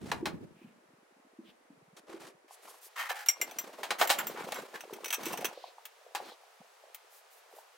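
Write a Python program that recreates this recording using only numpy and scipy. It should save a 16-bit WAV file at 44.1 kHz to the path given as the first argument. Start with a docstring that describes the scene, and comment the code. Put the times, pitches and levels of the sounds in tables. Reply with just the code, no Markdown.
"""Square steel tubes are handled close by on a plywood workbench in a small workshop.
First a folding frame is set down with a knock and shifted with a dull scrape. Near 2.5 s the scene cuts
to the tubes; the background turns hissier and thinner in the bass. A short tube is dragged, sticking
and slipping; it clinks on the long tubes so that both ring, and drops at 4 s. Then a bolt ticks as it
is worked through a hole. All along, gloves rub and nudge the work, with soft bumps and swishes."""
import sys
import numpy as np
from scipy import signal
from scipy.fft import rfft, irfft
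from scipy.io import wavfile
from scipy.ndimage import uniform_filter1d

SR = 44100
rng = np.random.default_rng(int(sys.argv[2]) if len(sys.argv) > 2 else 0)


def put_to_file(sound):
    """Save the sound as 16-bit audio at rate SR, in the file named by the first command-line argument."""
    columns = np.atleast_2d(sound).T  # one column per channel
    safe = np.clip(columns, -1, 1)
    whole_steps = np.round(safe * 32767)
    wavfile.write(sys.argv[1], SR, whole_steps.astype(np.int16))


N = 342657

# Tone colours of the noises. Each row: frequency in Hz, relative level in dB.
AIR_SPECTRUM = [(200, -16.5), (450, 6), (1900, -4), (3500, -13), (10500, -18.5), (15000, -28)]
HISS_SPECTRUM = [(200, -41.5), (700, 7), (6000, -6), (15000, -15)]
FRAME_RUB_SPECTRUM = [(20, -29), (80, -6), (180, -2.5), (350, -4.5), (700, -24.5), (3000, -39),
                      (12000, -51)]
TUBE_RUB_SPECTRUM = [(30, -20), (200, 3), (750, 2.5), (1500, -4), (15000, -22)]
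FRAME_SLIDE_SPECTRUM = [(150, -31.5), (320, -3), (560, -6), (3500, -19.5), (9500, -25), (15000, -36)]
TUBE_SLIDE_SPECTRUM = [(100, -77.5), (500, -10), (1050, 8), (1700, 6.5), (2400, 1), (4200, -8.5),
                       (7700, -14.5), (12000, -19.5)]
BENCH_KNOCK_SPECTRUM = [(200, -18), (420, -2.5), (800, 2), (2000, -7), (4000, -14), (9000, -27),
                        (15500, -34.5)]
STEEL_CLICK_SPECTRUM = [(200, -43), (700, -0.5), (2300, 2.5), (3400, 1.5), (4800, -7.5), (6000, -4.5),
                        (9300, -6.5), (14500, 0)]

# Modes, the tones that struck steel rings with. Each row: pitch in Hz, relative level in dB.
BOLT_MODES = [(2250, 3.4), (2590, 10), (3200, 3.9), (5830, 10), (6120, 10), (8200, 4.8)]
TUBE_ON_BENCH_MODES = [(826, 6), (1475, -5), (1810, 0), (2256, -2.5), (3150, -2.5), (3980, -1.5),
                       (4210, -6.5)]
SHORT_TUBE_MODES = [(5850, 0), (7480, 6.5), (11500, 7), (12320, -3), (13740, 6), (14480, -2), (15700, -4)]
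LONG_TUBE_MODES = [(2110, 3.5), (2350, -2), (2800, -5.5), (6550, -14), (7320, 2.5), (8250, -7.5),
                   (12800, 0), (14100, -14), (14900, -11)]

# A glove takes hold of the work. Each row: start in seconds, length in seconds, relative level in dB.
GRIPS = [(0, 0.45, -52.5), (2.623, 0.09, -54.5), (3.357, 0.82, -52.5), (4.167, 0.47, -47),
         (4.663, 0.4, -53), (5.176, 0.32, -45.5), (6.193, 0.097, -51.5), (7.517, 0.059, -60)]
# Cloth and glove strokes. Each row: start in seconds, length in seconds, level in dB, centre in Hz.
SWISHES = [(0.507, 0.24, -69, 2530), (1.441, 0.079, -59, 3340), (2.501, 0.062, -54, 10600),
           (2.61, 0.2, -56.5, 11500), (2.807, 0.085, -51.5, 12900), (5.481, 0.26, -57.5, 4200),
           (6.224, 0.13, -53, 4050), (7.092, 0.13, -62.5, 13900), (7.294, 0.13, -62.5, 15000),
           (7.495, 0.17, -64.5, 14000)]
# Hands and steel bump the bench. 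Each row: time in seconds, level in dB, pitch in Hz.
BUMPS = [(.231, -26.5, 330), (.619, -46.5, 302), (0.65, -43, 220), (1.393, -38, 280), (1.707, -47, 252),
         (2.145, -36.5, 345), (2.51, -41, 860), (3.11, -26.5, 720), (3.789, -36, 607), (4.107, -23.5, 605),
         (4.49, -31.5, 655), (4.93, -33.5, 396), (5.269, -29, 347), (5.341, -26.5, 820),
         (5.429, -29.5, 660), (5.577, -36.5, 550), (5.642, -32, 816), (5.784, -39.5, 903),
         (6.067, -43, 566), (6.203, -31, 740), (6.319, -43, 842), (6.437, -49, 760), (6.609, -49.5, 198),
         (6.617, -46, 697), (6.84, -45, 635), (7.588, -41.5, 820)]
# Steel slides on the bench or on steel.
# Each row: start in seconds, length in seconds, level in dB, tilt in dB per octave (more is brighter).
SCRAPES = [(0.005, 0.22, -50.5, 0), (1.964, 0.041, -53.5, 1.5), (2.068, 0.14, -49, -1.5),
           (2.19, 0.14, -50.5, 0.5), (2.956, 0.14, -37.5, 1.5), (3.09, 0.046, -33.5, 2),
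           (3.136, 0.13, -45, 2.5), (3.984, 0.082, -32.5, 4.5), (4.18, 0.044, -35.5, 0.5),
           (4.356, 0.096, -42, -2), (4.536, 0.076, -43, 1), (4.737, 0.049, -44.5, 1),
           (5.221, 0.13, -47.5, 4.5)]
# Small steel ticks: a light clink of tube on tube, then the bolt catching in its hole.
# Each row: start in seconds, level in dB.
TICKS = [(3.511, -43), (4.488, -49.5), (4.544, -40), (4.807, -41.5), (4.935, -41.5), (5.0443, -33.5),
         (5.058, -35), (5.081, -36.5), (5.1051, -30.5), (5.127, -27), (5.1306, -32.5), (5.1351, -31),
         (5.142, -27), (5.233, -40.5), (5.2559, -33), (5.265, -35.5), (5.283, -38), (5.324, -40),
         (5.331, -34), (5.374, -36), (5.409, -43), (5.4452, -27.5), (5.453, -27), (5.854, -37),
         (6.946, -38)]
# Steel lands on the bench.
# Each row: start in seconds, level in dB, tilt in dB per octave, seconds to fade by 60 dB (called t60).
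KNOCKS = [(0.1159, -25, 1, 0.077), (0.256, -29, 2, 0.12), (3.832, -33, 3.5, 0.13), (3.9061, -25, 2.5, 0.1),
          (4.0132, -17, 0.65, 0.082), (4.094, -27, 5, 0.12), (4.1011, -13.5, 3, 0.027),
          (4.107, -22, 6, 0.13), (4.521, -30, 4, 0.058), (6.1492, -31, 3.5, 0.12)]
# Tube hits tube. Each row: start in seconds, click level in dB, short tube level in dB,
# long tube level in dB, pitch of the tube wall in Hz, its level in dB.
CLINKS = [(3.261, -34, -57, -61, 14000, -47), (3.286, -26.5, -30.5, -23, 5650, -13.5),
          (3.414, -29.5, -47, -26, 5690, -28), (3.586, -33.5, -35.5, -40, 5850, -28.5),
          (4.074, -31, -39, -50, 14300, -42), (4.187, -30, -43, -31, 14400, -33),
          (4.269, -37.5, -37, -42, 14560, -30)]

SCENE_CUT_S, BOLT_SEATED_S = 2.48, 5.5  # the scene cuts to the tubes; later the bolt sits tight
TREBLE_LIMIT_HZ = 16000
EVENT_SAMPLES = 16384  # room for one short sound


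def amp(db):
    """Turns decibels into a gain to multiply by."""
    return 10 ** (np.asarray(db) / 20)


def unit_level(x):
    """Scales x to an average (rms) level of 1."""
    return x / np.sqrt(np.mean(x ** 2) + 1e-20)


def add(mix, start_s, sound):
    """Mixes a sound into both channels at the given time."""
    part = mix[:, max(round(start_s * SR), 0):][:, :sound.shape[1]]
    part += sound[:, :part.shape[1]]


def noise(size, alike):
    """White noise whose left and right sides are unrelated (alike=0) up to identical (alike=1)."""
    mid, side = rng.standard_normal((2, size))
    return np.sqrt((1 + alike) / 2) * mid + np.sqrt((1 - alike) / 2) * np.array([side, -side])


def colour(x, spectrum, tilt_db=0):
    """Gives x a tone colour, tilted by tilt_db per octave, at an average level of 1."""
    octave = np.log2(np.arange(x.shape[1] // 2 + 1) * SR / x.shape[1] + 1)
    hz, db = np.transpose(spectrum)
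    gain = amp(np.interp(octave, np.log2(hz), db) + tilt_db * octave)
    return unit_level(irfft(rfft(x) * gain, x.shape[1]))


def die_away(x, t60, slope):
    """Fades x in four bands. t60 holds at 1 kHz; a slope above 0 lets the bass last longer."""
    t = np.arange(x.shape[1]) / SR
    hz = np.arange(x.shape[1] // 2 + 1) * SR / x.shape[1]
    centres_khz = np.array([.25, 1, 4, 16])
    place = np.interp(np.log(hz / 1000 + 1e-6), np.log(centres_khz), np.arange(4))
    spectrum = rfft(x)
    bands = [irfft(spectrum * np.maximum(1 - abs(place - k), 0)) for k in range(4)]
    return sum(band * 1e-3 ** (t / t60 * khz ** slope) for band, khz in zip(bands, centres_khz))


def wobble(size, per_s):
    """A random curve that wanders mostly between -1 and 1."""
    return np.interp(np.arange(size) * per_s / SR, np.arange(4096), rng.standard_normal(4096))


def ring(modes, t60, spread=.004):
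    """Struck steel rings. Each mode is two close tones; the grip shifts pitch and level by chance."""
    t = np.arange(EVENT_SAMPLES) / SR
    hz, db = np.transpose(modes + modes)[:, :, None]
    luck, side, phase, detune = rng.standard_normal((4, len(hz), 1))
    hz = hz * (1 + spread * detune)
    height = amp(db + 2 * luck)
    height /= np.sqrt(np.sum(height ** 2) / 2)
    tones = height * np.sin(2 * np.pi * (hz * t + phase)) * 1e-3 ** (t / t60)
    pan = np.exp(.35 * side)
    return np.array([(tones * pan).sum(0), (tones / pan).sum(0)]) * (1 - np.exp(-t / 0.00093))


def blow(spectrum, tilt_db, t60, slope, crack):
    """A sharp crack, then a struck body's many tones die quickly. It gives off no deep bass."""
    t = np.arange(EVENT_SAMPLES) / SR
    body = die_away(colour(noise(EVENT_SAMPLES, 0.79), spectrum, tilt_db), t60, slope)
    attack = (1 + crack * np.exp(-t / 0.00027)) * (1 - np.exp(-t / 0.000067))
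    low_cut = signal.butter(3, 280, "high", fs=SR, output="sos")
    return signal.sosfilt(low_cut, body * attack)


def air():
    """Quiet workshop air; it turns hissier when the scene cuts to the tubes."""
    hiss = colour(noise(N, 0.44), HISS_SPECTRUM) * (np.arange(N) > SCENE_CUT_S * SR)
    return amp(-65.5) * colour(noise(N, 0.072), AIR_SPECTRUM) + amp(-63) * hiss


def wall_echo(x, echo_db=-15):
    """The workshop walls add a short, blurred echo to x."""
    fade_in = np.minimum(np.arange(EVENT_SAMPLES) / SR / .015, 1)
    tail = die_away(noise(EVENT_SAMPLES, .4), t60=.3, slope=.5) * fade_in
    return x + amp(echo_db) * signal.oaconvolve(x, tail / np.linalg.norm(tail[0]), axes=1)[:, :N]


def grip_force(t, attack_s=0.016, release_s=0.034):
    """Pressure of the hands: every grip tightens, holds and lets go."""
    force = np.zeros_like(t)
    for start, length, db in GRIPS:
        tighten = np.clip((t - start) / attack_s, 0, 1)
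        let_go = np.exp(-np.maximum(t - start - length, 0) / release_s)
        force = np.maximum(force, amp(db) * tighten * let_go)
    return force


def nudges(low_hz, high_hz, per_mode_per_s=1.5, modes=24, size=2048):
    """Tiny padded touches, each a few swings of one of the board's low modes."""
    t, out = (np.arange(size) - size / 2) / SR, np.zeros(N)
    for hz in np.geomspace(low_hz, high_hz, modes):
        touches = (rng.random(N) < per_mode_per_s / SR) * rng.uniform(.3, 1, N)
        pulse = np.exp(-(t * hz / 1.1) ** 2) * np.sin(2 * np.pi * hz * t)
        out += signal.oaconvolve(touches, pulse, "same")
    return unit_level(out)


def gloves(lumpy_db=4):
    """Resting fingers only nudge the work; a grip also rubs it. The frame sounds deeper than a tube."""
    t = np.arange(N) / SR
    lumps = amp(lumpy_db * np.minimum(wobble(N, per_s=90), 2))
    grip = grip_force(t)
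    resting_on_frame, resting_on_tube = amp(-69.5), amp(-67)
    frame = grip * amp(5.5) * colour(noise(N, 0) * lumps, FRAME_RUB_SPECTRUM)
    frame += (grip + resting_on_frame) * nudges(155, 460)
    tube = grip * colour(noise(N, 0.73) * lumps, TUBE_RUB_SPECTRUM)
    tube += (grip + resting_on_tube) * amp(-4.5) * nudges(398, 1130)
    return np.where(t < SCENE_CUT_S, frame, tube)


def swishes():
    """Cloth slides over smooth steel: a soft hiss swells and fades."""
    out, t = np.zeros((2, N)), np.arange(EVENT_SAMPLES) / SR
    for start, length, db, hz in SWISHES:
        stroke = np.sin(np.pi * np.minimum(t / length, 1))
        flutter = amp(3.5 * np.minimum(wobble(EVENT_SAMPLES, per_s=45), 1))
        hiss = colour(noise(EVENT_SAMPLES, 0.64), [(1500, -11), (hz, 0), (hz * 2, -24)])
        add(out, start, amp(db) * stroke * flutter * hiss)
    return out


def bumps(cycles=1.05, rebound_cycles=2.39, rebound_db=-6.5, size=4096):
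    """A padded blow swings the board only a few times, and a weaker rebound follows."""
    out, t = np.zeros((2, N)), (np.arange(size) - size / 2) / SR
    for time, db, hz in BUMPS:
        for delay, gain in ((0, amp(db)), (rebound_cycles / hz, amp(db + rebound_db))):
            push = np.exp(-(t * hz / cycles) ** 2) * np.sin(2 * np.pi * (hz * t + rng.random()))
            add(out, time + delay + t[0], gain * push[None])
    return out


def scrapes(rough_db=3.5, slips_per_s=250):
    """Sliding steel sticks and slips. The heavy frame drags dully; a loose tube is brighter and sings."""
    out, t = np.zeros((2, N)), np.arange(EVENT_SAMPLES) / SR
    for start, length, db, tilt_db in SCRAPES:
        progress = np.sqrt(np.minimum(t / length, 1))
        stroke = np.sin(np.pi * progress * (1 + progress) / 2)  # gathers speed, then slows to a stop
        is_tube = start > SCENE_CUT_S
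        spectrum = TUBE_SLIDE_SPECTRUM if is_tube else FRAME_SLIDE_SPECTRUM
        rub = colour(noise(EVENT_SAMPLES, 0.72), spectrum, tilt_db) * stroke
        rub *= unit_level(amp(rough_db * np.minimum(wobble(EVENT_SAMPLES, slips_per_s), 1)))
        steel = ring(TUBE_ON_BENCH_MODES + SHORT_TUBE_MODES, t60=0.031)
        song = unit_level(signal.fftconvolve(rub, steel, axes=1)[:, :EVENT_SAMPLES])
        add(out, start, amp(db) * (rub + is_tube * amp(-4) * rub.std() * song))
    return out


def steel_ticks():
    """A light tube clink, then bolt threads catching in a hole. A seated bolt no longer rings."""
    out = np.zeros((2, N))
    for start, db in TICKS:
        steel = amp(-5) * ring(BOLT_MODES, t60=.07, spread=.03)
        click = blow(STEEL_CLICK_SPECTRUM, tilt_db=rng.uniform(-1, 1), t60=.06, slope=0, crack=1)
        add(out, start, amp(db) * (click + steel * (start < BOLT_SEATED_S)))
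    return out


def knocks():
    """Steel lands on the bench: the board and the steel lying on it clatter together."""
    out = np.zeros((2, N))
    for start, db, tilt_db, t60 in KNOCKS:
        steel = amp(-8) * ring(TUBE_ON_BENCH_MODES, t60)
        board = blow(BENCH_KNOCK_SPECTRUM, tilt_db, t60, slope=0.0023, crack=0.07)
        add(out, start, amp(db) * (board + steel))
    return out


def tube_wall_tone(hz, t60=.068, beat_hz=65, after_t60=.26):
    """A tube's flat walls sing two close tones, roughened by the touching tubes; a thin ring lingers."""
    t = np.arange(EVENT_SAMPLES) / SR
    phase = 2 * np.pi * hz * t + .4 * wobble(EVENT_SAMPLES, per_s=700)
    pair = np.sin(phase) + .4 * np.sin(phase + 2 * np.pi * beat_hz * t)
    after_ring = amp(-19) * (hz / TREBLE_LIMIT_HZ) ** 2 * 1e-3 ** (t / after_t60)
    fade = 1e-3 ** (t / t60) + after_ring
    return pair * fade * (1 - np.exp(-t / 0.00049))


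def clinks():
    """Tube meets tube: a click, and both ring. The pitch of the wall tone shifts with the grip."""
    out = np.zeros((2, N))
    for start, click_db, short_db, long_db, wall_hz, wall_db in CLINKS:
        click = amp(click_db) * blow(STEEL_CLICK_SPECTRUM, tilt_db=0, t60=.08, slope=0, crack=1)
        short_tube = amp(short_db) * ring(SHORT_TUBE_MODES, t60=.095)
        long_tube = amp(long_db) * ring(LONG_TUBE_MODES, t60=.075, spread=.012)
        add(out, start, click + short_tube + long_tube + amp(wall_db) * tube_wall_tone(wall_hz))
    return out


def bass_gate(x):
    """A rumble suppressor turns weak bass down; the deeper the bass, the louder it must be to pass."""
    hz, t, bands = signal.stft(x, SR, nperseg=1024, noverlap=768)
    power = uniform_filter1d(np.mean(abs(bands) ** 2, 0), size=9, axis=0)
    level_db = 10 * np.log10(power + 1e-18)
    octave = np.log2((hz + 1) / 250)[:, None]
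    threshold_db = -68 - 6 * octave
    bass_only = np.clip(1 - octave, 0, 1) ** 2
    strength = np.where(t < SCENE_CUT_S, .12, 1)  # the bass is thinner after the scene cuts
    cut_db = np.clip(2 * (threshold_db - level_db), 0, 35) * bass_only * strength
    return signal.istft(bands * amp(-cut_db), SR, nperseg=1024, noverlap=768)[1][:, :N]


def scene():
    """The handling with its echo, plus the gloves and the room air."""
    handling = knocks() + clinks() + steel_ticks() + scrapes() + bumps() + swishes()
    return wall_echo(handling) + gloves() + air()


def record(dry):
    """Turns down weak rumble, then cuts the highest treble."""
    low_pass = signal.firwin(511, TREBLE_LIMIT_HZ, window=("kaiser", 9), fs=SR)
    return signal.oaconvolve(bass_gate(dry), low_pass[None], "same")


dry = scene()
out = record(dry)
put_to_file(out)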